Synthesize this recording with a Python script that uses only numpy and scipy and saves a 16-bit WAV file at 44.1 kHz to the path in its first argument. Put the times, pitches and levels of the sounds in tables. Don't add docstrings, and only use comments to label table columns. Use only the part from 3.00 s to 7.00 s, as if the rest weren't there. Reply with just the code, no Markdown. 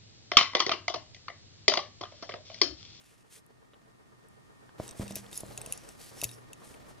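import sys
import numpy as np
from scipy import signal
from scipy.fft import rfft, irfft
from scipy.io import wavfile

SR = 44100
rng = np.random.default_rng(int(sys.argv[2]) if len(sys.argv) > 2 else 0)


def master(y):
    cut = np.clip(np.atleast_2d(y).T, -1, 1)
    pcm = np.round(cut * 32767)
    wavfile.write(sys.argv[1], SR, pcm.astype(np.int16))


N = 176400
T = np.arange(N) / SR
HZ = np.fft.rfftfreq(N, 1 / SR)

# (frequency [Hz], level [dB])
AIR_SPECTRUM = [(15, -54), (25, -13), (87, -8.5), (117, -6.5), (309, -11.5), (439, -15), (503, -20),
                (1190, -17.5), (1520, -23.5), (1790, -22.5), (2760, -28.5), (3340, -28.5), (9840, -32),
                (16000, -50)]
# (frequency [Hz], side minus mid [dB])
AIR_WIDTH = [(60, -2.5), (150, 7), (380, 5.5), (950, 6), (2380, 5), (5980, -0.5), (15000, -5)]
# (time [s], level [dB])
AIR_ENVELOPE = [(0, -70), (1.1, -66.5), (1.7, -63.5), (2.3, -62.5), (4, -61)]
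# (frequency [Hz], level re air [dB])
HUM_LINES = [(123.8, -7), (1206, -14.5), (1836, -12.5)]
# (frequency [Hz], level [dB])
THROB_SPECTRUM = [(200, -24), (440, -1), (700, -7), (1600, -11), (4000, -46)]
# (centre time [s], length [s], level [dB], tilt [dB/octave], scrape pitch [Hz], scrape lift [dB])
STROKES = [(-0.017, 0.74, -63.5, -2.5, 2740, 4.5), (0.353, 0.12, -56, -1, 9100, 3.5),
           (1.85, 0.15, -55.5, -1.5, 8000, 2), (2.014, 0.15, -51.5, -1.5, 8600, 6),
           (2.106, 0.061, -51.5, -3, 6100, 1), (2.175, 0.081, -48, -1, 5700, 6),
           (2.268, 0.3, -61.5, -4.5, 3620, -10), (2.369, 0.11, -46, 3.5, 5200, 9.5),
           (2.504, 0.39, -59.5, 1.5, 4130, 8.5), (2.686, 0.21, -60.5, -2, 8900, 13),
           (2.758, 0.22, -57, -5, 5680, 10), (2.894, 0.15, -58, -2, 5500, 5),
           (3.053, 0.22, -53.5, -0.5, 4600, 4.5), (3.221, 0.19, -51.5, -1, 5540, 7.5),
           (3.28, 0.28, -59, 1, 10600, 14), (3.338, 0.071, -58.5, 0, 5470, 21),
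           (3.688, 0.22, -58, -1, 9300, 7), (3.895, 0.078, -61.5, -1.5, 9500, 2)]
# (frequency [Hz], level [dB])
RUB_SPECTRUM = [(800, -16.5), (1800, -3), (4200, -2), (7500, 1), (10200, 1.5), (13000, -4), (16000, -22)]
# (frequency [Hz], side minus mid [dB])
NEAR_WIDTH = [(60, 4), (400, 1.5), (1100, -0.5), (2500, -7), (6000, -14), (14000, -16)]
# (time [s], level [dB])
RUSTLE_ENVELOPE = [(0, -75.5), (.45, -72.5), (1.77, -72.5), (1.79, -52.5), (1.93, -52.5), (1.98, -61.5),
                   (2.03, -48), (2.08, -55.5), (2.4, -61), (2.52, -53.5), (2.69, -54.5), (2.82, -61),
                   (2.9, -57), (2.97, -61), (3.2, -58.5), (3.45, -64.5), (3.76, -58), (4, -62)]
# (frequency [Hz], level [dB])
RUSTLE_SPECTRUM = [(30, 4), (100, -3), (600, -1.5), (900, -7.5), (2500, -15.5), (5000, -18), (16000, -29.5)]
# (time [s], peak [dB],
# centre [Hz])
PITCHED_TICKS = [(0.464, -49.5, 9700), (0.7343, -54, 3300), (0.741, -58, 3200), (1.286, -48, 9750),
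                 (2.263, -46, 3620), (2.464, -42.5, 8250), (3.618, -50.5, 1170), (2.314, -41.5, 7900),
                 (3.74, -51.5, 2600)]
# (time [s], peak [dB])
BUCKLE_TAPS = [(0.7345, -50.5), (0.7415, -51), (1.692, -44)]
# (frequency [Hz], level [dB])
TAP_SPECTRUM = [(300, 0), (1450, 2), (2300, -10), (3300, -10), (15000, -48)]
# (time [s], thud peak [dB], contact [ms], boom level [dB], tone level [dB])
BENCH_BUMPS = [(1.7996, -20.5, 0.26, -55, -57.5), (1.9969, -24, 1.15, -52.5, -39),
               (2.0093, -34, 0.35, -71, -56), (2.033, -30, 0.5, -53, -65), (2.108, -31, 0.25, -65, -45),
               (2.1651, -30.5, 0.35, -53, -83), (2.4343, -29, 0.26, -56, -59), (2.489, -47, 2.5, -48, -66),
               (2.674, -36.5, 0.32, -69, -69), (3.2277, -28, 0.15, -51, -73),
               (3.235, -30.5, 0.082, -72, -75), (3.2503, -35.5, 1.9, -47.5, -69)]
# (frequency [Hz], level [dB], t60 [s])
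BENCH_MODES = [(132, 3.5, 0.037), (559, 1, 0.04), (200, -8, 0.059), (313, 3.5, 0.0267), (438, 5.5, 0.02),
               (622, 6, 0.053), (950, 1, 0.012)]
# (frequency [Hz], level [dB], t60 [s])
TOP_MODES = [(200.3, 2, 0.59), (241.6, 2.5, 0.13), (321, -4.5, 0.15)]
# (frequency [Hz], level [dB], t60 [s])
METAL_MODES = [(2648, 2, 0.019), (3747, -3, 0.044), (5240, -9, 0.015), (5930, -4.5, 0.025),
               (6730, 0.5, 0.032), (8100, 3, 0.02), (10160, 15, 0.0094), (11930, 12, 0.0069),
               (13400, -3, 0.0094)]
BAND_EDGES_HZ = [2000, 3200, 4500, 6350, 7400, 9000, 11200, 15500]
# (time [s], 7 x relative band level [dB])
METAL_CONTACTS = [(1.8785, -62.5, -55, -55, -57.5, -47, -53, -72),
                  (1.8905, -66.0, -54, -48, -59, -50, -61.0, -71),
                  (1.91, -65.0, -58, -52, -59.5, -48, -62, -62.5),
                  (2.0794, -53.5, -54.0, -53, -61.5, -53.5, -57, -66.0),
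                  (2.108, -59, -54, -58, -60.0, -52.5, -55, -61),
                  (2.1217, -64.0, -60.5, -51, -64, -55.0, -59, -63),
                  (2.1559, -49.5, -48.5, -42.5, -43.5, -43, -36.5, -38),
                  (2.1617, -56.0, -59.0, -54, -53, -51.5, -41, -45.0),
                  (2.3289, -58, -47.5, -60, -50, -50.5, -49, -65),
                  (2.3759, -59, -61, -55, -42, -48.5, -33.5, -58),
                  (2.4061, -62.0, -70, -59, -52.0, -62, -41.5, -64),
                  (2.576, -47.5, -50, -47.5, -40.5, -43, -40, -57),
                  (2.615, -53, -56, -56, -59.0, -42.5, -44.5, -54),
                  (2.6614, -52, -63.5, -53, -49, -47.5, -42, -64),
                  (2.7238, -45.5, -52, -47.0, -40, -43, -30, -54),
                  (2.7349, -55, -67.5, -60.0, -62, -55, -42, -62),
                  (2.7756, -65, -72, -54, -51, -55, -48, -67),
                  (2.889, -60.5, -67, -55, -61, -50.5, -60, -65),
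                  (3.2152, -42, -43.5, -43.5, -42, -46, -36.5, -45),
                  (3.291, -58, -49.5, -56, -65.5, -62.0, -54, -67),
                  (3.3134, -59.5, -56, -63.0, -68.5, -55, -51, -67),
                  (3.5315, -52, -57.5, -55.5, -50.5, -55, -48, -57.5)]
# (time [s], level [dB], chatter t60 [s])
DROP_IMPACTS = [(3.2356, -41, 0.017), (3.2414, -34.5, 0.021), (3.2506, -50, 0.016)]
DROP_SPECTRUM_DB = [-5.5, -7, -3, -1.5, -5, 4.5, 1]


def amp(db):
    return 10 ** (np.asarray(db) / 20)


def decay(t, t60_s, db=0):
    return amp(db - 60 * t / t60_s)


def unit(x):
    return x / np.sqrt(np.mean(x ** 2) + 1e-30)


def curve(points):
    return amp(np.interp(T, *np.transpose(points)))


def colour(x, points):
    hz, db = np.transpose(points)
    return irfft(rfft(x) * amp(np.interp(np.log(HZ + 1), np.log(hz), db)), N)


def band(x, lo_hz, hi_hz):
    return signal.sosfilt(signal.butter(3, [lo_hz, hi_hz], "band", fs=SR, output="sos"), x)


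def add(mix, at_s, sound):
    part = mix[..., round(at_s * SR):][..., :sound.shape[-1]]
    part += sound[..., :part.shape[-1]]


def wander(cutoff_hz):
    return unit(irfft(rfft(rng.standard_normal(N)) / (1 + (HZ / cutoff_hz) ** 4), N))


def spread(pair, spectrum, width):
    mid, side = unit(colour(pair, spectrum))
    side = colour(side, width)
    return np.array([mid + side, mid - side])


def pan(x, left_db):
    return x * amp([[left_db / 2], [-left_db / 2]])


def hum(lines, waver_hz=3.97, side_db=-7.5):
    def tone(hz):
        cycles = np.cumsum(hz + waver_hz * wander(12.75)) / SR
        return np.sqrt(2) * np.sin(2 * np.pi * cycles)
    mid, side = (sum(amp(db) * tone(hz) for hz, db in lines) for _ in range(2))
    return mid + amp(side_db) * np.array([side, -side])


def throb(rate_hz=7.98, peak_s=0.505, sharpness=6.8, puff_db=-0.5, ring_hz=444.3, ring_db=-2.5):
    beat = np.exp(sharpness * (np.cos(2 * np.pi * rate_hz * (T - peak_s)) - 1) / 2)
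    puff = amp(puff_db) * spread(rng.standard_normal((2, N)), THROB_SPECTRUM, AIR_WIDTH)
    return beat * (puff + hum([(ring_hz, ring_db)]))


def background():
    air = spread(rng.standard_normal((2, N)), AIR_SPECTRUM, AIR_WIDTH)
    return curve(AIR_ENVELOPE) * (air + throb() + hum(HUM_LINES))


def friction(slips_per_s=3000, spread_db=4, slip_share=0.36):
    size = amp(spread_db * np.minimum(rng.exponential(1, (2, N)), 5))
    slips = size * rng.choice([-1, 1], (2, N)) * (rng.random((2, N)) < slips_per_s / SR)
    return np.sqrt(slip_share) * unit(slips) + np.sqrt(1 - slip_share) * rng.standard_normal((2, N))


def leather_rubs(scrape_width_hz=400, edge_db=-21, squareness=2.27, flicker_db=1.65):
    spectrum = rfft(spread(friction(), RUB_SPECTRUM, NEAR_WIDTH))
    out = np.zeros((2, N))
    for centre_s, length_s, db, tilt_db, scrape_hz, lift_db in STROKES:
        scrape_db = lift_db / (1 + ((HZ - scrape_hz) / scrape_width_hz) ** 2)
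        shape = amp(tilt_db * np.log2(HZ + 500) + scrape_db)
        swell_db = np.maximum(edge_db * abs(2 * (T - centre_s) / length_s) ** squareness, -100)
        out += amp(db + swell_db) * unit(irfft(spectrum * shape, N))
    return out * amp(flicker_db * wander(51))


def hand_rustle(flicker_db=3):
    rustle = spread(friction(), RUSTLE_SPECTRUM, NEAR_WIDTH)
    return rustle * curve(RUSTLE_ENVELOPE) * amp(flicker_db * wander(39))


def pitched_ticks(t60_cycles=70, edge_ratio=1.21):
    out, t = np.zeros(N), T[:SR // 10]
    for at_s, db, hz in PITCHED_TICKS:
        burst = rng.standard_normal(len(t)) * decay(t, t60_cycles / hz)
        tick = band(burst, hz / edge_ratio, hz * edge_ratio)
        add(out, at_s, amp(db) * tick / abs(tick).max())
    return out


def buckle_taps(t60_s=0.02):
    out, t = np.zeros(N), T[:SR // 10]
    for at_s, db in BUCKLE_TAPS:
        tap = colour(rng.standard_normal(N), TAP_SPECTRUM)[:len(t)] * decay(t, t60_s)
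        add(out, at_s, amp(db) * tap / abs(tap).max())
    return out


def bench_bumps(boom_hz=118.6, boom_t60_s=1, rise_s=0.0013):
    out, t = np.zeros(N), T[:SR]
    modes = sum(decay(t, t60_s, db) * np.cos(2 * np.pi * hz * t) for hz, db, t60_s in BENCH_MODES)
    tone = sum(decay(t, t60_s, db) * np.sin(2 * np.pi * hz * t) for hz, db, t60_s in TOP_MODES)
    boom = decay(t, boom_t60_s) * np.sin(2 * np.pi * boom_hz * t)
    for at_s, db, contact_ms, boom_db, tone_db in BENCH_BUMPS:
        contact_age = t * 1000 / contact_ms
        force = contact_age * np.exp(-contact_age)
        thud = signal.fftconvolve(modes, force)[:SR]
        ring = (amp(boom_db) * boom + amp(tone_db) * tone) * (1 - np.exp(-t / rise_s))
        add(out, at_s, amp(db) * thud / abs(thud).max() + ring)
    return out


def metal_ring(crack_t60_s, detune=0.005, ring_db=9, rise_s=0.000094):
    t = T[:SR // 8]
    ring = np.zeros(len(t))
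    for hz, db, t60_s in METAL_MODES:
        cycles = hz * rng.normal(1, detune) * t + rng.random()
        ring += decay(t, t60_s, db) * np.sin(2 * np.pi * cycles)
    ring *= amp(ring_db) * (1 - np.exp(-t / rise_s))
    snap = decay(t, t60_s=0.00036, db=21)
    crack = decay(t, crack_t60_s, db=15.5)
    rattle = decay(t, t60_s=0.073, db=-46)
    return ring + rng.standard_normal(len(t)) * (snap + crack + rattle)


def clink(bands_db, crack_t60_s, side_db=-10.5):
    mid, side = metal_ring(crack_t60_s), amp(side_db) * metal_ring(crack_t60_s)
    stereo = np.array([mid + side, mid - side])
    parts = [band(stereo, lo_hz, hi_hz) for lo_hz, hi_hz in zip(BAND_EDGES_HZ, BAND_EDGES_HZ[1:])]
    return sum(amp(db) * part / part[:, :SR // 100].std() for db, part in zip(bands_db, parts))


def hardware_clinks(gain_db=-1):
    out = np.zeros((2, N))
    for at_s, *bands_db in METAL_CONTACTS:
        add(out, at_s, amp(gain_db) * clink(bands_db, crack_t60_s=0.0063))
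    return out


def buckle_drop():
    out = np.zeros((2, N))
    for at_s, db, chatter_t60_s in DROP_IMPACTS:
        add(out, at_s, amp(db) * clink(DROP_SPECTRUM_DB, chatter_t60_s))
    return out


def room_tail(x, gain_db=-24, t60_s=0.45, rise_s=0.012):
    t = T[:SR // 2]
    tail = rng.standard_normal((2, len(t))) * decay(t, t60_s) * np.minimum(t / rise_s, 1)
    return amp(gain_db) * signal.fftconvolve(x[None], tail / np.linalg.norm(tail[0]), axes=1)[:, :N]


def scene(right_lag_ms=0.017):
    hits = pan(hardware_clinks() + pitched_ticks() + buckle_taps(), left_db=0.6)
    hits += pan(bench_bumps(), left_db=-1)
    hits += pan(buckle_drop(), left_db=3)
    left, right = hits + leather_rubs() + hand_rustle()
    right = irfft(rfft(right) * np.exp(-2j * np.pi * HZ * right_lag_ms / 1000), N)
    return np.array([left, right]) + room_tail(hits.mean(0)) + background()


def record(dry, low_cut_hz=35, high_cut_hz=15700):
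    dry = signal.sosfilt(signal.butter(2, low_cut_hz, "high", fs=SR, output="sos"), dry)
    low_pass = signal.firwin(255, high_cut_hz, window=("kaiser", 9), fs=SR)
    return signal.oaconvolve(dry, low_pass[None], "same")


dry = scene()
out = record(dry)
master(out)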